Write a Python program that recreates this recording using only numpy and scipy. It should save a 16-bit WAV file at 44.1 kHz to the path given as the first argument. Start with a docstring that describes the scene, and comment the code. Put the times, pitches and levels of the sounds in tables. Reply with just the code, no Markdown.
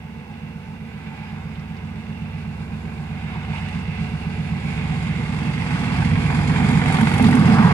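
"""Diesel locomotive at full power

A twelve-cylinder locomotive climbs towards the listener. Uneven firings throb in the exhaust once per
engine cycle; gas rasps and spits. Each source grows by its own distance law; the clatter comes in surges,
and gears and turbocharger sing faintly. The engine room rattles and knocks as it goes by, and the wheels
roar as the first bogie draws level."""
import sys
import numpy as np
from scipy import signal
from scipy.fft import rfft, irfft, next_fast_len
from scipy.io import wavfile
from scipy.ndimage import uniform_filter1d

SR = 44100
rng = np.random.default_rng(int(sys.argv[2]) if len(sys.argv) > 2 else 0)


def master_out(mix):
    """Clip the mix to full scale and print it as 16-bit PCM to the path in sys.argv[1]."""
    frames = np.transpose(np.atleast_2d(mix))
    ceiling = np.clip(frames, -1, 1)
    pcm = np.round(ceiling * 32767).astype(np.int16)
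    wavfile.write(sys.argv[1], SR, pcm)


N = 340893
TIME = np.arange(N) / SR
FFT_SIZE, BURST_SIZE = next_fast_len(N), 2048
BIN_HZ = np.maximum(np.arange(FFT_SIZE // 2 + 1) * SR / FFT_SIZE, 1)
BURST_HZ = np.maximum(np.arange(BURST_SIZE // 2 + 1) * SR / BURST_SIZE, 1)
BURST_AGE_S = np.arange(BURST_SIZE) / SR
ENGINE_ROOM_S = (6.8, 7.35, 0.19)  # going by: start, end, edge


# Each row, in firing order: blow strength in dB far, near.
CYLINDERS = [(-7.5, -8), (-4.5, -4), (-3, -8), (-1.75, -5), (-10.5, -5), (-5.5, -2), (0.5, -11), (-7, -5),
             (0, -15), (-14.5, -8), (-7, -8), (-7.5, -2)]
# Each row (far, near): first firing and second-bank lag in firing gaps, pipe smear in radians.
FIRING = [(.4805, .645, .032), (.399, .386, .029)]

def firing_sum(order, near):
    """Phasor of twelve blows at one engine order; the banks fire unevenly, the pipes smear each blow."""
    first, bank_lag, smear = FIRING[near]
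    slot = np.arange(len(CYLINDERS))
    firings = (slot + first + bank_lag * (slot % 2)) / len(CYLINDERS)
    total = np.sum(undb(CYLINDERS)[:, near] * np.exp(-2j * np.pi * order * firings))
    return total * np.exp(-1j * smear * (order - 20) ** 2)


# Each row, from engine order 5 up: relative level in dB far, near, alongside.
ORDER_LEVELS = [(-36.0, -36.0, -36.0), (-15.5, -16, -20.0), (-19, -18, -36.0), (-30.0, -26, -34.0),
                (-3.5, -9, -16.0), (-12, -18.0, -19), (-21, -20, -25.0), (-1.0, -6.5, -6.0),
                (-23, -9.5, -16), (-10.5, -8, -12.0), (-13, -16, -7), (-14.5, -5.5, -10.0),
                (-28.5, -10, -3), (-8.5, -17, -11), (0.0, 0.0, 0.5), (-6.5, -15, -21), (-1.5, -2.5, -3.5),
                (-8.5, -11, -11), (-5.5, -6.5, -3.5), (-11.5, -18, -12.0), (-15.0, -21, -19),
                (-12, -19, -7), (-9.5, -22, -7), (-3, -11.5, -5.5), (-17.5, -17, -6.5), (-17, -16.5, -7.0),
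                (-18.5, -11, -11.5), (-18, -8.5, -5.5), (-39, -18, -15), (-20.5, -26.0, -32),
                (-25.5, -18.5, -19), (-30, -21.5, -18)]
# Highest order of each silencer register: bass, boom, bark.
TOP_ORDERS = [14, 24, 36]

def exhaust_tones(cycle, flutter_db=0.94, chug_db=0.7, alongside_s=6.9, blend_s=0.07):
    """Bass, boom and bark: the firing pattern sets each order's phase, the silencer its strength."""
    close, alongside = closeness(), closeness(alongside_s, blend_s)
    tones, power = np.zeros((3, N)), np.zeros((3, N))
    for order, (far_db, near_db, side_db) in enumerate(ORDER_LEVELS, 5):
        far, near = firing_sum(order, near=0), firing_sum(order, near=1)
        phase = np.angle(far) + close * np.angle(near / far)
        gain = undb(far_db + close * (near_db - far_db) + alongside * (side_db - near_db))
        register = np.searchsorted(TOP_ORDERS, order)
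        tones[register] += gain * undb(flutter_db * walk(6)) * np.cos(2 * np.pi * order * cycle + phase)
        power[register] += gain ** 2 / 2
    return tones / np.sqrt(power) * undb(chug_db * walk(8))


# One spectrum per register. Each row: frequency in Hz, relative density in dB.
TURBULENCE = [
    [(28, -27), (48, -13), (65, -9), (100, 0), (118, -9.5)],
    [(115, -5), (165, -2.5), (190, -3.5)],
    [(192, -2.5), (215, 0.5), (240, -0.5), (265, -11.5), (300, -23.5), (400, -36)],
]
# Each row, one per register: turbulence against tone in dB far, near.
TURBULENCE_DB = [(-14.5, -7), (-9.5, -6.5), (-3, -0.5)]
# Each row: time in seconds, bass gain in dB.
BASS_SWELL = [(1.1, -2), (1.45, -0.5), (4, 1.4), (5.7, -2.5), (6.15, 2.5), (6.85, -1.5), (7.25, 2.5),
              (7.4, 1)]
# Each row: start and end in seconds, boom and bark gain in dB.
LULLS_AND_LIFTS = [(5.748, 6.25, 0, 2), (6.486, 6.783, 0, 3.5), (6.796, 6.926, -1.5, -0.5),
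                   (7.05, 7.174, -2.5, -4.5), (7.176, 7.382, -3.5, 0), (7.543, 7.59, -2.5, -3.5),
                   (7.638, 7.717, 1.5, 0)]

def exhaust(cycle, throb=0.26):
    """Firing tones plus turbulent gas that rushes in each chug."""
    tones, close = exhaust_tones(cycle), closeness()
    chugs = unit(np.abs(uniform_filter1d(tones[1] ** 2, size=900)) ** (throb / 2))
    boom_db, bark_db = sum(np.outer(db, bout(start, end, 0.03)) for start, end, *db in LULLS_AND_LIFTS)
    gains = [passing(at_s=7, width_s=1.24, db=-24.5, fall=1.02) * undb(curves(BASS_SWELL)[0]),
             passing(at_s=7.5, width_s=1.57, db=-17, fall=1.5) * undb(boom_db),
             passing(at_s=7.5, width_s=0.21, db=-16, fall=0.78) * undb(bark_db)]
    out = 0
    for tone, gain, spectrum, (far_db, near_db) in zip(tones, gains, TURBULENCE, TURBULENCE_DB):
        rush_gain = undb(far_db + close * (near_db - far_db))
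        rush = rush_gain * noise(spectrum, white() * chugs)
        direct = np.array([tone, np.zeros(N)])
        out += gain * (direct + rush) / np.sqrt(1 + rush_gain ** 2)
    return out


# Each row: start in seconds, peak in dB, ring in Hz.
HARD_FIRINGS = [(7.021, -9.5, 225), (7.204, -8.5, 237), (7.341, -8.5, 245), (7.383, -10, 170),
                (7.452, -4.5, 159), (7.510, -7, 201), (7.593, -7.5, 213), (7.642, -2, 165.6)]

def with_hard_firings(throb, swell_s=0.011, takeover=0.54):
    """A hard firing rings the silencer for a few cycles and takes over from the steady throb."""
    out, age = throb.copy(), np.arange(int(SR * 0.07)) / SR
    envelope = (age / swell_s * np.exp(1 - age / swell_s)) ** 2
    for s, db, hz in HARD_FIRINGS:
        span = slice(int(s * SR), int(s * SR) + len(age))
        out[:, span] *= 1 - takeover * envelope
        out[0, span] += undb(db) * envelope * np.sin(2 * np.pi * hz * age)
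    return out


# Each row: frequency in Hz, relative density in dB.
WHEELS_FAR = [(360, -45), (620, -10), (662, -18), (720, 0), (841, 1), (919, -1), (1170, -6.5), (1410, -7),
              (1540, -4), (1640, -6), (1810, -16.5), (1900, -12.5), (2470, -23), (4180, -120)]
WHEELS_NEAR = [(360, -39), (560, -16), (620, -13.5), (710, -3), (841, -0.5), (1050, -6), (1150, -3.5),
               (1290, -8.5), (1570, -7.5), (1780, -11), (1900, -11), (2470, -36), (4180, -120)]

def wheel_roar(cycle):
    """Midrange roar; gives way to single knocks beside the engine room."""
    roar = clatter(cycle, WHEELS_FAR, WHEELS_NEAR, depth=0.24, flicker_db=0.48, ring_db=1)
    dip = undb(-4 * bout(*ENGINE_ROOM_S))
    return roar * dip * passing(at_s=7.5, width_s=0.6158, db=-26.5, fall=1.1131)


# Each row: start and end in seconds, first and last pitch in Hz, level in dB.
WHEEL_GLIDES = [(0.27, 0.378, 852, 770, -49), (1.0, 1.328, 830, 888, -49.5), (3.533, 3.61, 803, 883, -47),
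                (7.501, 7.72, 699.5, 1099, -30.5)]

def wheel_glides(width_hz=110, edge_s=0.096):
    """The wheel roar gathers briefly in a narrow, sliding resonance."""
    out, lowpass = 0, signal.butter(2, width_hz / 2, fs=SR, output="sos")
    for start, end, from_hz, to_hz, db in WHEEL_GLIDES:
        hz = np.interp(TIME, [start, end], [from_hz, to_hz])
        carrier = np.exp(2j * np.pi * np.cumsum(hz) / SR)
        band = (signal.sosfilt(lowpass, white() + 1j * white()) * carrier).real
        out += unit(band) * undb(db) * bout(start, end, edge_s)
    return out


# Each row: frequency in Hz, relative density in dB.
BODY_FAR = [(270, -15), (305, -11.5), (345, -7.5), (400, -10.5), (432, -6), (482, -9.5), (554, -16.5),
            (620, -14), (680, -16)]
BODY_NEAR = [(270, -12.5), (315, -4.5), (350, -9), (395, -11), (436, -6), (458, -13.5), (482, -8),
             (554, -20), (620, -17.5), (680, -26)]

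def body_rumble(cycle):
    """Low, nearly steady clatter of the body."""
    rumble = clatter(cycle, BODY_FAR, BODY_NEAR, depth=0.069, flicker_db=0.3, ring_db=0)
    return rumble * passing(at_s=7.5, width_s=0.58, db=-30.5, fall=0.98)


# Each row: frequency in Hz, relative density in dB.
RASP_FAR = [(1750, -2), (1830, -14), (1950, 0), (2130, 2.5), (2420, -0.5), (2730, 1), (2900, -5),
            (3120, -13), (3550, -10.5), (4050, -18), (4800, -20)]
RASP_NEAR = [(1750, -8), (1900, -3), (2130, 4), (2400, -1), (2700, -3.5), (2960, -11.5), (3350, -8),
             (3760, -24), (4800, -26)]

def gas_rasp(cycle):
    """Gas rasps in time with the puffs."""
    rasp = clatter(cycle, RASP_FAR, RASP_NEAR, depth=0.26, flicker_db=0.96, ring_db=1.84)
    return rasp * passing(at_s=7, width_s=1.51, db=-34.5, fall=1.33)


# Each row: frequency in Hz, relative density in dB.
HISS = [(2120, -21), (3600, 1.5), (3990, -1), (4850, -0.5), (5290, -6), (6120, -8.5), (7390, -6),
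        (9210, -11), (10100, -9.5), (11500, -24), (12800, -33), (14500, -36), (15500, -42)]

def gas_hiss(cycle):
    """Pulsed hiss; gives way slightly to single spits beside the engine room."""
    hiss = clatter(cycle, HISS, HISS, depth=0.33, flicker_db=0.95, ring_db=2)
    dip = undb(-0.5 * bout(*ENGINE_ROOM_S))
    return hiss * dip * passing(at_s=7, width_s=1.07, db=-42, fall=1.56)


# Each row: frequency in Hz, relative density in dB.
FIZZ = [(10000, 3), (11200, 1), (12500, -16), (14300, -14), (15500, -21)]

def fizz():
    """The finest hiss carries only a few metres."""
    return noise(FIZZ, white()) * passing(at_s=7.18, width_s=0.22, db=-54.5, fall=1.9)


# Each row: start and length in seconds, wheel, rasp and hiss gain in dB.
SURGES = [(0.952, 0.48, 2, 3, 2), (2.458, 0.68, 0, -2, 0), (3.276, 0.19, 2.5, 3, 0.5),
          (3.488, 0.15, 4, 6, 5.5), (3.662, 0.16, 1.5, 3, 3.5), (3.903, 0.2, 1.5, 2.5, 1.5),
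          (4.597, 0.48, 0.2, 1.5, 1.5), (5.65, 0.38, 3, 1.5, 2), (6.238, 0.11, 0, 0.5, 0.5),
          (6.4, 0.13, -0.5, -1.5, -2.5), (6.883, 0.14, 3.5, 2.5, 1), (7.417, 0.12, -0.5, 2.5, -1),
          (7.569, 0.16, 4.5, 2.5, 2)]

def surging_clatter(cycle, edge_s=0.14):
    """Wheel roar, rasp and hiss swell or sink for a moment."""
    surge_db = sum(np.outer(db, bout(start, start + length, edge_s)) for start, length, *db in SURGES)
    wheel_gain, rasp_gain, hiss_gain = undb(surge_db)
    return wheel_roar(cycle) * wheel_gain + gas_rasp(cycle) * rasp_gain + gas_hiss(cycle) * hiss_gain


# Relative strength in dB of each of the near bank's six puffs.
PUFFS_DB = [-2.5, -5, -0.5, -5.5, -1, -3]

def gas_puffs(cycle, lead_gaps=0.19, decay_gaps=0.84, scatter_db=3):
    """Envelope that jumps at each near-bank firing and decays until the next; rms 1."""
    beat = (cycle + 1) * len(PUFFS_DB) + lead_gaps
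    index = beat.astype(int)
    puff_db = np.take(PUFFS_DB, index, mode="wrap") + scatter_db * rng.standard_normal(index[-1] + 1)[index]
    return unit(uniform_filter1d(undb(puff_db) * np.exp(-(beat % 1) / decay_gaps), size=60))


def crank_noise(cycle, repeat_share=0.1):
    """Noise that partly repeats on every crankshaft turn, two turns to a cycle."""
    turn_hz = 2 * CYCLE_RATE[0][1]
    place = (2 * cycle % 1 * SR / turn_hz).astype(int)
    return np.sqrt(repeat_share) * white()[:, place] + np.sqrt(1 - repeat_share) * white()


def panels(source, ring_db, spacing_hz=45, shift_hz=0.552):
    """Steel panels add narrow resonances; which ones stand out changes as the train moves."""
    modes_hz = np.arange(1024) * spacing_hz
    spectrum, angle = rfft(source, FFT_SIZE), 2 * np.pi * shift_hz * TIME
    ripples = [np.interp(BIN_HZ, modes_hz, rng.standard_normal(len(modes_hz))) for _ in range(2)]
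    one, other = (irfft(spectrum * ripple, FFT_SIZE)[:, :N] for ripple in ripples)
    return source + (undb(ring_db) - 1) * (np.cos(angle) * one + np.sin(angle) * other)


def clatter(cycle, far, near, depth, flicker_db, ring_db):
    """Crank noise pulsed by the puffs; close by, the beat deepens and the near spectrum takes over."""
    close = closeness()
    pulsed_share = depth * (1 + close) / 2
    envelope = unit(1 - pulsed_share + pulsed_share * gas_puffs(cycle))
    source = crank_noise(cycle) * envelope * undb(flicker_db * walk(22))
    rung = panels(source, ring_db)
    return (1 - close) * noise(far, rung) + close * noise(near, rung)


# Each row: mode frequency and width in Hz, relative level in dB.
CASING_MODES = [(807, 38, 3), (872, 27, 4.5), (1526, 135, -7), (2005, 135, -5.5)]
# Each row: start in seconds, level in dB, lowest mode in Hz, upper-mode gain in dB.
KNOCKS = [(3.358, -36, 840, -3), (3.533, -37, 855, -4), (5.757, -32, 810, 14), (6.020, -27, 840, 2),
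          (6.301, -28, 845, 19), (6.583, -31, 805, -4), (6.772, -34, 815, 4), (6.816, -26, 810, 7),
          (6.859, -22, 799, -3), (6.901, -23.5, 810, -5), (6.943, -21.5, 830, -1), (6.986, -24.5, 775, 7),
          (7.011, -23.5, 834, 4), (7.070, -21.5, 800, 6), (7.115, -24, 790, 3), (7.161, -26.5, 770, -6),
          (7.197, -20, 827, -9), (7.241, -28, 764, -1), (7.285, -24.5, 776, 0), (7.326, -23.5, 765, 15),
          (7.370, -29, 840, 7)]

def casing_knocks(near_push_s=0.0029, far_push_s=0.0078, detune=0.017, thin_hz=450, dull_hz=2900):
    """Brief rough pushes ring the casing, each a little differently; distance smears them."""
    out, hz, close = np.zeros((2, N)), BURST_HZ, closeness()
    # Little bass escapes, and the top falls away steeply.
    radiated = (1j * hz / (thin_hz + 1j * hz)) ** 3 / (1 + 1j * hz / dull_hz) ** 4
    for s, db, pitch_hz, upper_db in KNOCKS + rattle():
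        start = int(s * SR)
        push_s = far_push_s + close[start] * (near_push_s - far_push_s)
        push = rng.standard_normal((2, BURST_SIZE)) * np.exp(-BURST_AGE_S / push_s)
        shifts = pitch_hz / CASING_MODES[0][0] * (1 + detune * rng.standard_normal(len(CASING_MODES)))
        casing = 0
        for (mode_hz, width_hz, mode_db), shift in zip(CASING_MODES, shifts):
            gain = undb(mode_db + upper_db * (mode_hz > CASING_MODES[1][0]))
            casing += gain / (1 + 1j * (hz ** 2 - (mode_hz * shift) ** 2) / (hz * width_hz))
        ring = irfft(rfft(push) * casing * radiated)
        onset_rms = np.sqrt(np.mean(ring[:, :BURST_SIZE // 8] ** 2, axis=1, keepdims=True))
        out[:, start:start + BURST_SIZE] += undb(db) * ring / onset_rms
    return out


def rattle(start_s=5.579, scatter_db=3, spread=0.073, pitch_hz=880, upper_db=9, count=60):
    """Rows of light knocks at the puff rate, varying in strength and pitch."""
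    times = start_s + np.arange(count) / (len(PUFFS_DB) * CYCLE_RATE[2][1])
    gain = passing(at_s=7, width_s=1, db=-34, fall=1.4)
    level_db = 20 * np.log10(np.interp(times, TIME, gain))
    return [(s, db + scatter_db * louder, pitch_hz * np.exp(spread * higher), upper_db)
            for s, db, (louder, higher) in zip(times, level_db, rng.standard_normal((count, 2)))]


# Each row: start in seconds, sizzle and crack level in dB.
SPITS = [(3.685, -51, -39), (6.685, -46, -40), (6.711, -41, -40), (6.882, -40, -32), (6.923, -37.5, -33),
         (6.941, -40, -35), (6.968, -45, -29), (6.986, -46, -36), (7.010, -35.5, -40), (7.054, -48, -39),
         (7.095, -46, -43), (7.138, -36, -29), (7.180, -37, -31), (7.222, -34.5, -34), (7.243, -42, -26),
         (7.267, -44, -26.5), (7.284, -44, -38), (7.309, -39.5, -34), (7.351, -36, -40), (7.393, -41, -36)]
# Each row: frequency in Hz, relative density in dB.
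SIZZLE = [(4600, -7.5), (6200, -3), (7200, -2), (8500, -1), (10100, 1.5), (11200, -8), (12300, -25),
          (15000, -30)]
CRACK = [(900, -12), (1800, -2), (2550, -3), (3600, -7), (4700, -10)]
# Each row: start in seconds, level in dB, centre in Hz.
TICKS = [(1.555, -48, 3350), (1.594, -51, 4670), (1.766, -51, 4550), (3.558, -40, 2380), (3.581, -33, 2400)]

def spits_and_ticks(rise_s=0.00048, decay_s=0.0079, width_octaves=0.36):
    """Bright spits of gas and a few lone ticks: noise bursts that die in milliseconds."""
    out = np.zeros((2, N))
    envelope = np.exp(-BURST_AGE_S / decay_s) * (1 - np.exp(-BURST_AGE_S / rise_s))
    sizzles = [(s, db, colour(SIZZLE, BURST_HZ)) for s, db, _ in SPITS]
    cracks = [(s, db, colour(CRACK, BURST_HZ)) for s, _, db in SPITS]
    ticks = [(s, db, np.exp(-(np.log2(BURST_HZ / hz) / width_octaves) ** 2)) for s, db, hz in TICKS]
    for s, db, gains in sizzles + cracks + ticks:
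        burst = unit(irfft(rfft(rng.standard_normal((2, BURST_SIZE))) * gains))
        start = int(s * SR)
        out[:, start:start + BURST_SIZE] += undb(db) * burst * envelope
    return out


def whine(hz, wobble, flutter_db):
    """A spinning part's tone, wavering in pitch and level."""
    tone = np.sqrt(2) * np.sin(2 * np.pi * np.cumsum(hz * (1 + wobble * walk(35))) / SR)
    return np.array([tone * undb(flutter_db * walk(11)) for _ in range(2)])


def gears_and_turbo():
    """Gears sing low, the turbocharger high, both louder as they near."""
    gears = whine(hz=433, wobble=0.0059, flutter_db=3)
    turbo = whine(hz=5013, wobble=0.00093, flutter_db=8)
    return (gears * passing(at_s=7.5, width_s=0.08, db=-36, fall=0.7)
            + turbo * passing(at_s=7.5, width_s=0.12, db=-56, fall=1.15))


# Each row: start and end in seconds, pitch in Hz, level in dB.
WHINES = [(0, 1.35, 875, -57.5), (0, 1.5, 488, -61.5), (1.25, 1.56, 5013, -73), (1.35, 1.86, 432.7, -54.5),
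          (3.2, 5.0, 740, -54), (4.0, 4.9, 433.6, -51.5), (4.55, 4.4, 330, -49), (5.1, 7.4, 477, -51),
          (6.2, 6.9, 429.6, -44.5), (7.44, 7.53, 478, -33)]

def faint_whines(fade_s=0.15):
    """Faint tones come and go."""
    return sum(whine(hz, wobble=0.002, flutter_db=3.5) * undb(db) * bout(start, end, fade_s)
               for start, end, hz, db in WHINES)


# Each row: frequency in Hz, relative density in dB.
AIR = [(30, -5.5), (500, -4.5), (3000, -16), (5000, -22.5), (6000, -19.5), (6600, -25.5),
       (10000, -26.5), (15500, -29.5)]

def open_air(db=-54.5):
    """Steady background noise."""
    return undb(db) * noise(AIR, white())


# Each row: frequency in Hz, left minus right in dB.
BALANCE = [(60, -2.5), (110, -2.8), (200, -4), (380, -8.5), (700, -3.5), (1100, 0), (1700, -1.5),
           (2150, -11), (2700, -11), (3400, -1), (4400, 8), (6000, 15), (9500, 17), (13000, 5)]
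# Each row: frequency in Hz, left lead in radians.
LEFT_LEAD = [(60, -0.22), (250, 0.48), (690, 0.7), (1030, 1.43), (1550, 1.13), (2330, 1.8), (3100, 3.1),
             (3900, 2.5), (6000, 2), (9000, 1), (15000, -17)]
# Each row: frequency in Hz, left-right coherence from 0 to 1.
COHERENCE = [(130, 0.98), (250, 1), (500, 0.55), (1000, 1), (2000, 0.33), (4000, 0.25), (10000, 0.17)]

def stereo(direct, scattered):
    """Direct sound as mid, scattered sound as side; left and right differ in level and phase."""
    tilt, lead = undb(across(BALANCE, BIN_HZ) / 2), across(LEFT_LEAD, BIN_HZ)
    alike = across(COHERENCE, BIN_HZ)
    mid = rfft(direct, FFT_SIZE) * np.sqrt(1 + alike)
    side = rfft(scattered, FFT_SIZE) * np.sqrt(1 - alike)
    left, right = (mid + side) * tilt * np.exp(1j * lead), (mid - side) / tilt
    mono_gain = np.sqrt((tilt ** 2 + tilt ** -2 + 2 * alike * np.cos(lead)) / 2)
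    return irfft(np.array([left, right]) / mono_gain, FFT_SIZE)[:, :N]


def passing(at_s, width_s, db, fall):
    """Gain of a source going by at steady speed: db when nearest, at at_s; fall=1 is the 1/r law."""
    relative_distance = np.hypot(1, (TIME - at_s) / width_s)
    return undb(db) / relative_distance ** fall


def closeness(midpoint_s=5.16, blend_s=0.32):
    """0 while the locomotive is far off, 1 once it is close."""
    return 1 / (1 + np.exp((midpoint_s - TIME) / blend_s))


def bout(start, end, edge_s):
    """Trapezoid gate, slopes centred on start and end."""
    return np.clip(np.minimum(TIME - start, end - TIME) / edge_s + 0.5, 0, 1)


def walk(rate_hz):
    """Smooth random drift, spread near 1."""
    hold = int(SR / rate_hz)
    steps = np.repeat(rng.standard_normal(N // hold + 2), hold)[rng.integers(hold):]
    return 1.21 * uniform_filter1d(steps, hold)[:N]


def white():
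    """Two unrelated white noises."""
    return rng.standard_normal((2, N))


def noise(spectrum, source):
    """Colour a noise source; rms 1."""
    return unit(irfft(rfft(source, FFT_SIZE) * colour(spectrum, BIN_HZ), FFT_SIZE)[:, :N])


def colour(spectrum, hz):
    """Gains of a spectrum, with steep skirts outside it."""
    skirts = np.minimum(hz / spectrum[0][0], 1) ** 6 * np.minimum(spectrum[-1][0] / hz, 1) ** 6
    return undb(across(spectrum, hz)) * skirts


def across(points, hz):
    """Interpolate (Hz, value) points in log frequency."""
    points_hz, values = np.transpose(points)
    return np.interp(np.log(hz), np.log(points_hz), values)


def curves(table):
    """Interpolate each value column in time."""
    times, *columns = np.transpose(table)
    return [np.interp(TIME, times, column) for column in columns]


def undb(db):
    """Decibels to gain."""
    return 10 ** (np.asarray(db) / 20)


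def unit(x):
    """Scale to rms 1."""
    return x / np.sqrt(np.mean(x ** 2))


# Each row: time in seconds, four-stroke cycle rate as heard in Hz.
CYCLE_RATE = [(0, 7.821), (5.8, 7.823), (6.4, 7.812), (7.73, 7.805)]

def scene():
    """The engine cycle drives exhaust and clatter; open air lies under the train."""
    cycle = np.cumsum(curves(CYCLE_RATE)[0]) / SR
    train = with_hard_firings(exhaust(cycle))
    train += body_rumble(cycle) + surging_clatter(cycle) + fizz() + wheel_glides()
    train += gears_and_turbo() + faint_whines() + spits_and_ticks() + casing_knocks()
    fade = np.clip(np.minimum(TIME, TIME[-1] - TIME) / 0.004, 0, 1)
    direct, scattered = train * fade
    return stereo(direct, scattered) + open_air()


def record(dry):
    """Round the highest peaks; low-pass at 15650 Hz."""
    rounded = dry / (1 + dry ** 6) ** (1 / 6)
    return signal.sosfilt(signal.ellip(10, 0.1, 90, 15650, fs=SR, output="sos"), rounded)


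dry = scene()
out = record(dry)
master_out(out)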